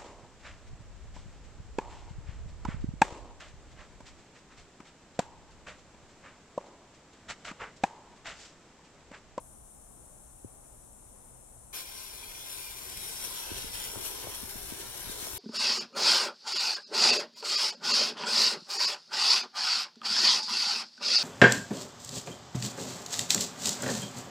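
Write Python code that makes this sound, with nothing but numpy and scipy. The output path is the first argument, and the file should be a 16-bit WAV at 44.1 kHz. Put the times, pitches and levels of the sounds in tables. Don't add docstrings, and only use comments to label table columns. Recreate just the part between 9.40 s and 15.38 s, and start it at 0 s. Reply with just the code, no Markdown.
import sys
import numpy as np
from scipy import signal
from scipy.fft import rfft, irfft, next_fast_len
from scipy.io import wavfile
from scipy.ndimage import uniform_filter1d, map_coordinates

SR = 44100
rng = np.random.default_rng(int(sys.argv[2]) if len(sys.argv) > 2 else 0)


def nominal_scale(level):
    x = np.asarray(level, float) / 20
    return 10 ** x


def unload_wav(signal):
    wavfile.write(
        sys.argv[1],
        SR,
        np.round(np.clip(np.atleast_2d(signal).T, -1, 1) * 32767).astype(np.int16),
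    )


N = 263718
TIME = np.arange(N) / SR

# t/s, turned/0-1, left-right likeness of the hiss/0-1, right port in view/0-1
TURN = [
    (3.5, 0.47, 0.71, 0),
    (4.0, 0.97, 0.42, 0.01),
    (4.45, 1, 0.64, 0),
    (4.8, 0.9, 0.25, 0.97),
]


def unit(x):
    return x / np.sqrt(np.mean(x ** 2) + 1e-20)


def along(points, hz):
    f, v = np.transpose(points)
    return np.interp(np.log(hz + 1), np.log(f + 1), v)


def bumps_db(rows, hz):
    return sum(db * np.exp(-2 * ((hz - centre) / width) ** 2) for centre, width, db in rows)


def curves(rows):
    s, *columns = np.transpose(rows)
    return [np.interp(TIME, s, column) for column in columns]


def wobble(rate):
    knots = rng.standard_normal(int(N * rate / SR) + 4)
    return map_coordinates(knots, [np.arange(N) * rate / SR])


def filtered(x, response):
    m = next_fast_len(N + SR // 2)
    return irfft(rfft(x, m) * response(np.fft.rfftfreq(m, 1 / SR)), m)[..., :N]


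def coloured(x, spectrum):
    return unit(filtered(x, lambda hz: nominal_scale(along(spectrum, hz))))


def mottled(x, depth_db, size, bins, frames):
    z = signal.stft(x, nperseg=size)[2]
    field = uniform_filter1d(rng.standard_normal(z.shape), size=bins, axis=-2)
    field = uniform_filter1d(field, size=frames, axis=-1)
    return signal.istft(z * nominal_scale(depth_db * unit(field)), nperseg=size)[1][..., :N]


def patchy(patchy_db):
    return mottled(rng.standard_normal(N), patchy_db, size=512, bins=8, frames=10)


def surge_db():
    # t/s, length/s, level/dB
    surges = [(2.591, 0.11, 3), (3.2, 0.058, 1.5), (3.346, .06, -3), (3.574, 0.014, 4), (3.847, 0.022, 5.5),
              (3.89, 0.031, -1.5), (3.985, .08, 1.5), (4.176, 0.043, 2.5), (4.308, 0.089, -3.5),
              (4.347, .04, 3), (4.443, 0.024, -1), (4.66, 0.085, 4.5), (4.952, 0.02, 4.5),
              (5.1, 0.041, 3.5), (5.3, 0.03, 3), (5.408, 0.047, 3), (5.605, 0.02, 2), (5.717, 0.05, 3),
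              (5.834, 0.14, 2.5)]
    rise_s, hold_s, fall_s = 0.017, 0.058, 0.038
    t = TIME - 2.325
    rising = t / rise_s
    falling = (rise_s + hold_s + fall_s - t) / fall_s
    puff_db = 7 * np.clip(np.minimum(rising, falling), 0, 1)
    swell_db = sum(db * np.exp(-2 * ((TIME - s) / length * 2) ** 2) for s, length, db in surges)
    return puff_db, swell_db


def jet(lift_db):
    # t/s, gas pressure level/dB, boiling over the gas/dB
    burn = [(2.45, -53, 2), (2.9, -52.5, 2), (3.15, -51, 6), (3.5, -51, 4), (3.68, -48, 5), (4.1, -46, 0),
            (4.45, -45, 1.5), (4.53, -50, 5.5), (4.8, -47.5, 2), (5.1, -52, 6), (5.5, -50, 3),
            (5.98, -49, 5.5)]
    # f/Hz, density/dB
    gas_colour = [(700, -16), (1500, -2.5), (2500, -1), (5000, 2.5), (7000, -8.5), (9000, -16)]
    fizz_colour = [(5000, -18), (7000, -5), (9000, 0.5), (12000, 2), (16000, -1.5)]
    vent_colour = [(2500, -33), (2900, -7.5), (3150, -3.5), (3450, -5.5), (3900, -34)]
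    pressure_db, boil_db = curves(burn)
    jet_db = pressure_db + lift_db
    vent_db = -59 + 2.6 * (jet_db + 44)
    alike = np.clip(curves(TURN)[1], 0, 1)
    sputter = nominal_scale(0.24 * wobble(70) + 0.73 * wobble(300) + 1.0 * wobble(1200))
    pair = np.array([patchy(1.1), patchy(1.0)])
    near, other = unit(mottled(pair, depth_db=2.5, size=1024, bins=2, frames=20))
    near += (rng.random(N) < .004) * nominal_scale(7 + 1.7 * rng.standard_normal(N)) * np.sign(near)
    gas = sputter * np.array([near, alike * near + np.sqrt(1 - alike ** 2) * other])
    hiss = nominal_scale(jet_db) * coloured(gas, gas_colour)
    fizz = nominal_scale(jet_db + boil_db) * coloured(gas, fizz_colour)
    return hiss + fizz + nominal_scale(vent_db) * coloured(gas, vent_colour)


def roar(puff_db):
    # t/s, level/dB
    flame_size = [(2.45, -8), (2.95, -7), (3.3, -6), (3.8, -3), (4.15, -1), (4.33, -3.5), (4.52, -1),
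                  (4.7, -2), (4.88, 0.5), (5.1, -4), (5.75, -0.5), (5.98, -2)]
    # f/Hz, density/dB
    roar_colour = [(100, -15), (200, -17), (350, -5), (550, -9.5), (750, -28), (1000, -24.5)]
    throat_colour = [(400, -25), (600, -2), (950, 0.5), (1500, -1), (2200, -4.5), (3000, -22)]
    size_db = curves(flame_size)[0] + 0.8 * puff_db
    low_db = -56.5 + 1.5 * size_db + 0.93 * wobble(8.2)
    throat_db = -54.5 + 0.99 * size_db + 0.32 * wobble(9)
    low = nominal_scale(low_db) * coloured(patchy(-1.44), roar_colour)
    return low + nominal_scale(throat_db) * coloured(patchy(0.0), throat_colour)


def spits():
    # t/s, peak level/dB
    spit_times = [(2.4086, -36), (2.429, -33), (3.498, -22), (3.572, -21), (3.6063, -22), (3.846, -27),
                  (4.18, -23), (4.331, -24), (4.3994, -20), (4.417, -20), (4.4398, -17), (4.4505, -22),
                  (4.5157, -22), (4.6498, -20), (4.946, -23), (5.5972, -28), (5.868, -24)]
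    # f/Hz, density/dB
    spit_colour = [(800, -10), (2000, -9.5), (4000, -1.5), (16000, 1.5)]
    t60_s, rise_s, pop_delay_s = 0.012, 0.0013, .0012
    out, t = np.zeros(N + SR), np.arange(SR // 10) / SR
    rise = 1 - np.exp(-t / rise_s)
    for s, db in spit_times:
        out[round((s + pop_delay_s) * SR)] -= nominal_scale(db + 1.5)
        puff = nominal_scale(db - 13.5 - 60 * t / t60_s) * rise * rng.standard_normal(len(t))
        out[round(s * SR):][:len(t)] += puff
    return filtered(out[:N], lambda hz: nominal_scale(along(spit_colour, hz)))


def fire():
    # f/Hz, width/Hz, level/dB
    comb_facing = [(400, 140, 13), (1026, 80, 9), (1350, 180, -0.5), (1580, 84, 4.5), (1870, 120, 0),
                   (2114, 34, 14.5), (2410, 136, 12.5), (2630, 110, 2.5), (2910, 150, 0.5), (3430, 340, 4)]
    comb_turned = [(418, 232, 9), (674, 63, 2.5), (940, 205, 6), (1130, 140, -2), (1570, 59, 2.5),
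                   (2530, 150, -0.5), (3130, 190, 0.5)]
    puff_db, swell_db = surge_db()
    flame = jet(puff_db + swell_db) + roar(puff_db) + spits()
    facing = filtered(flame, lambda hz: nominal_scale(bumps_db(comb_facing, hz)))
    aside = filtered(flame, lambda hz: nominal_scale(bumps_db(comb_turned, hz)))
    turned = np.clip(curves(TURN)[0], 0, 1)
    lit = np.clip((TIME - 2.325) / 0.007, 0, 1)
    return lit * ((1 - turned) * facing + turned * aside)


def around_camera(flame):
    # f/Hz, lag/rad
    body_lag = [(950, 0), (1120, 1.6), (1550, 1.2), (1810, 3.3), (2150, 5.1), (2410, 6.3), (2800, 7.2),
                (3230, 7.7), (3875, 9.9), (4740, 11.9), (5600, 14.2), (16000, 40)]
    view = np.clip(curves(TURN)[2], 0, 1)
    hidden = filtered(flame[1], lambda hz: np.exp(-1j * np.interp(hz, *np.transpose(body_lag))))
    seen = filtered(flame[1], lambda hz: np.exp(-2j * np.pi * hz * .0001))
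    return np.array([flame[0], np.sqrt(1 - view) * hidden + np.sqrt(view) * seen])


def walls(x, t60):
    t, step = np.arange(SR // 6) / SR, SR // 12
    out = np.zeros((2, N + SR))
    fade = np.sqrt(np.hanning(2 * step))
    for start in range(2 * SR, N - step, step):
        piece = x[:, start:start + 2 * step]
        tail = rng.standard_normal((2, len(t))) * nominal_scale(-60 * t / t60)
        tail /= np.linalg.norm(tail[0])
        wet = signal.fftconvolve(piece * fade[:piece.shape[1]], tail, axes=1)
        out[:, start:start + wet.shape[1]] += wet
    return out[:, :N]


def hand():
    # t/s, knock level/dB, knock f/Hz, swing level/dB
    knocks = [(1.0478, -31, 270, -35), (3.613, -59, 150, -44), (4.116, -35, 260, -32),
              (4.1191, -33.5, 232, -46), (4.2452, -35, 219, -48), (4.557, -34.5, 950, -60),
              (4.560, -34, 400, -31.5), (4.575, -33, 298, -48), (4.842, -34.5, 800, -38),
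              (4.872, -29, 460, -62), (4.875, -38, 600, -36.5), (5.0326, -34, 220, -35.5),
              (5.037, -37, 260, -61), (5.158, -34.5, 230, -37.5), (5.324, -30.5, 290, -51),
              (5.651, -46, 143, -52), (5.672, -39, 218, -36), (5.697, -33.5, 250, -56),
              (5.8282, -35, 273, -40), (5.869, -39, 850, -56), (5.8735, -32.5, 490, -57),
              (5.935, -39.5, 250, -34), (5.941, -39, 250, -55)]
    lead = 400
    out, t = np.zeros(N + SR), np.arange(-lead, 2000) / SR
    for s, db, hz, swing_db in knocks:
        u = (np.pi * hz * t) ** 2
        knock = nominal_scale(db) * (1 - 2 * u) * np.exp(-u)
        swing = (t > 0) * np.sin(2 * np.pi * 102 * rng.uniform(.88, 1.1) * t)
        swing *= nominal_scale(swing_db - 60 * t / 0.071) * (1 - np.exp(-abs(t) / 0.0041))
        creak = np.convolve(rng.standard_normal(len(t)), np.blackman(int(SR / hz)), 'same')
        creak_rise = (t > 0) * (1 - np.exp(-abs(t) / .003))
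        creak = creak_rise * nominal_scale(db - 12 - 60 * t / 0.05) * unit(creak)
        out[round(s * SR) - lead:][:len(t)] += knock + swing + creak
    return out[:N] * nominal_scale([[1.2], [-1.2]])


def ambient(spectrum):
    # f/Hz, coherence/0-1
    alike = [(60, 1), (130, 1), (300, 0), (450, 0.62), (700, 0.047), (1200, 0.63), (2000, 0), (3000, 0)]

    def mid_side(hz):
        turn = np.arccos(np.clip(along(alike, hz), -1, 1)) / 2
        return nominal_scale(along(spectrum, hz)) * [np.cos(turn), np.sin(turn)]

    pair = np.array([patchy(.8), patchy(.8)])
    mid, side = filtered(pair, mid_side)
    return unit(np.array([mid + side, mid - side]))


def drone(hz, width, db):
    skirt = [(hz - 2 * width, -40), (hz - width / 2, -3), (hz, 0), (hz + width / 2, -3), (hz + 2 * width, -40)]
    return nominal_scale(db) * ambient(skirt)


def yard():
    # t/s, rumble level/dB
    grip = [
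        (0.1, -58),
        (0.5, -60.5),
        (3.3, -60.5),
        (3.55, -54.5),
        (4.0, -60.5),
        (4.2, -51),
        (4.6, -54),
        (4.8, -60.5),
        (5.1, -54),
        (5.98, -56),
    ]
    # f/Hz, width/Hz, level/dB
    hum = [
        (57, 12, -64.5),
        (118.8, 16, -67),
    ]
    # f/Hz, density/dB
    rumble_colour = [(13, -23), (22, 5), (113, -7), (140, -8), (216, -10), (257, -14), (300, -37),
                     (390, -55), (660, -120)]
    traffic_colour = [(88, -55), (150, -6), (258, -3.5), (356, -4.5), (384, -6), (514, -5), (823, -5.5),
                      (1980, -23.5), (5000, -31), (6500, -37), (11000, -120)]
    hiss_colour = [(1500, -20), (4800, -34), (5800, -12.5), (7500, -1), (9400, 0.5), (10500, -5),
                   (12000, -11), (14000, -23), (16000, -39)]
    # f/Hz, level/dB
    hiss_side = [(4000, 5), (8000, 4), (10500, -2.5), (12000, 13), (16000, 24)]
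    rumble = nominal_scale(curves(grip)[0] + 1.5 * wobble(7.9)) * ambient(rumble_colour)
    drones = sum(drone(hz, width, db) for hz, width, db in hum)
    traffic = nominal_scale(-60.5 + 0.58 * wobble(4.2)) * ambient(traffic_colour) * nominal_scale([[.7], [-.7]])
    lean = lambda hz: nominal_scale(np.outer([0, -1], along(hiss_side, hz)))
    hiss = nominal_scale(-58 + 0.1 * wobble(0.38)) * filtered(ambient(hiss_colour), lean)
    return rumble + drones + traffic + hiss


def scene():
    flame = fire()
    return nominal_scale(0.12) * around_camera(flame) + nominal_scale(-5.5) * walls(flame, t60=0.09) + hand() + yard()


def low_pass(x):
    return signal.sosfilt(signal.butter(12, 16860, fs=SR, output="sos"), x)


def record(dry):
    # f/Hz, width/Hz, level/dB
    left_port = [(4050, 920, 2.5), (4700, 630, -5.5), (5750, 800, 3.5), (6280, 1300, 2.5), (7440, 320, 1),
                 (9610, 2420, 6.5), (11760, 700, 7.5), (15100, 5700, -1.5)]
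    right_port = [(3700, 4100, 0.5), (5300, 150, 5), (5600, 365, 8), (6700, 730, 1.5), (9900, 1400, 4),
                  (10470, 960, -9), (13540, 4100, -10), (15100, 2800, 1.5)]
    # f/Hz, lead/rad
    bass_lead = [(20, .1), (45, .35), (90, .7), (130, 1.0), (260, 1.95), (400, 1.9), (650, 1.1), (950, .1),
                 (1200, 0)]

    def ports(hz):
        gain = nominal_scale([bumps_db(left_port, hz) + 0.25, bumps_db(right_port, hz) - .7])
        lag = np.array([np.exp(-1j * along(bass_lead, hz)), np.ones(len(hz))])
        return gain * lag * (hz < 15830)

    mix = filtered(dry, ports)
    return low_pass(mix)


dry = scene()
out = record(dry)
unload_wav(out)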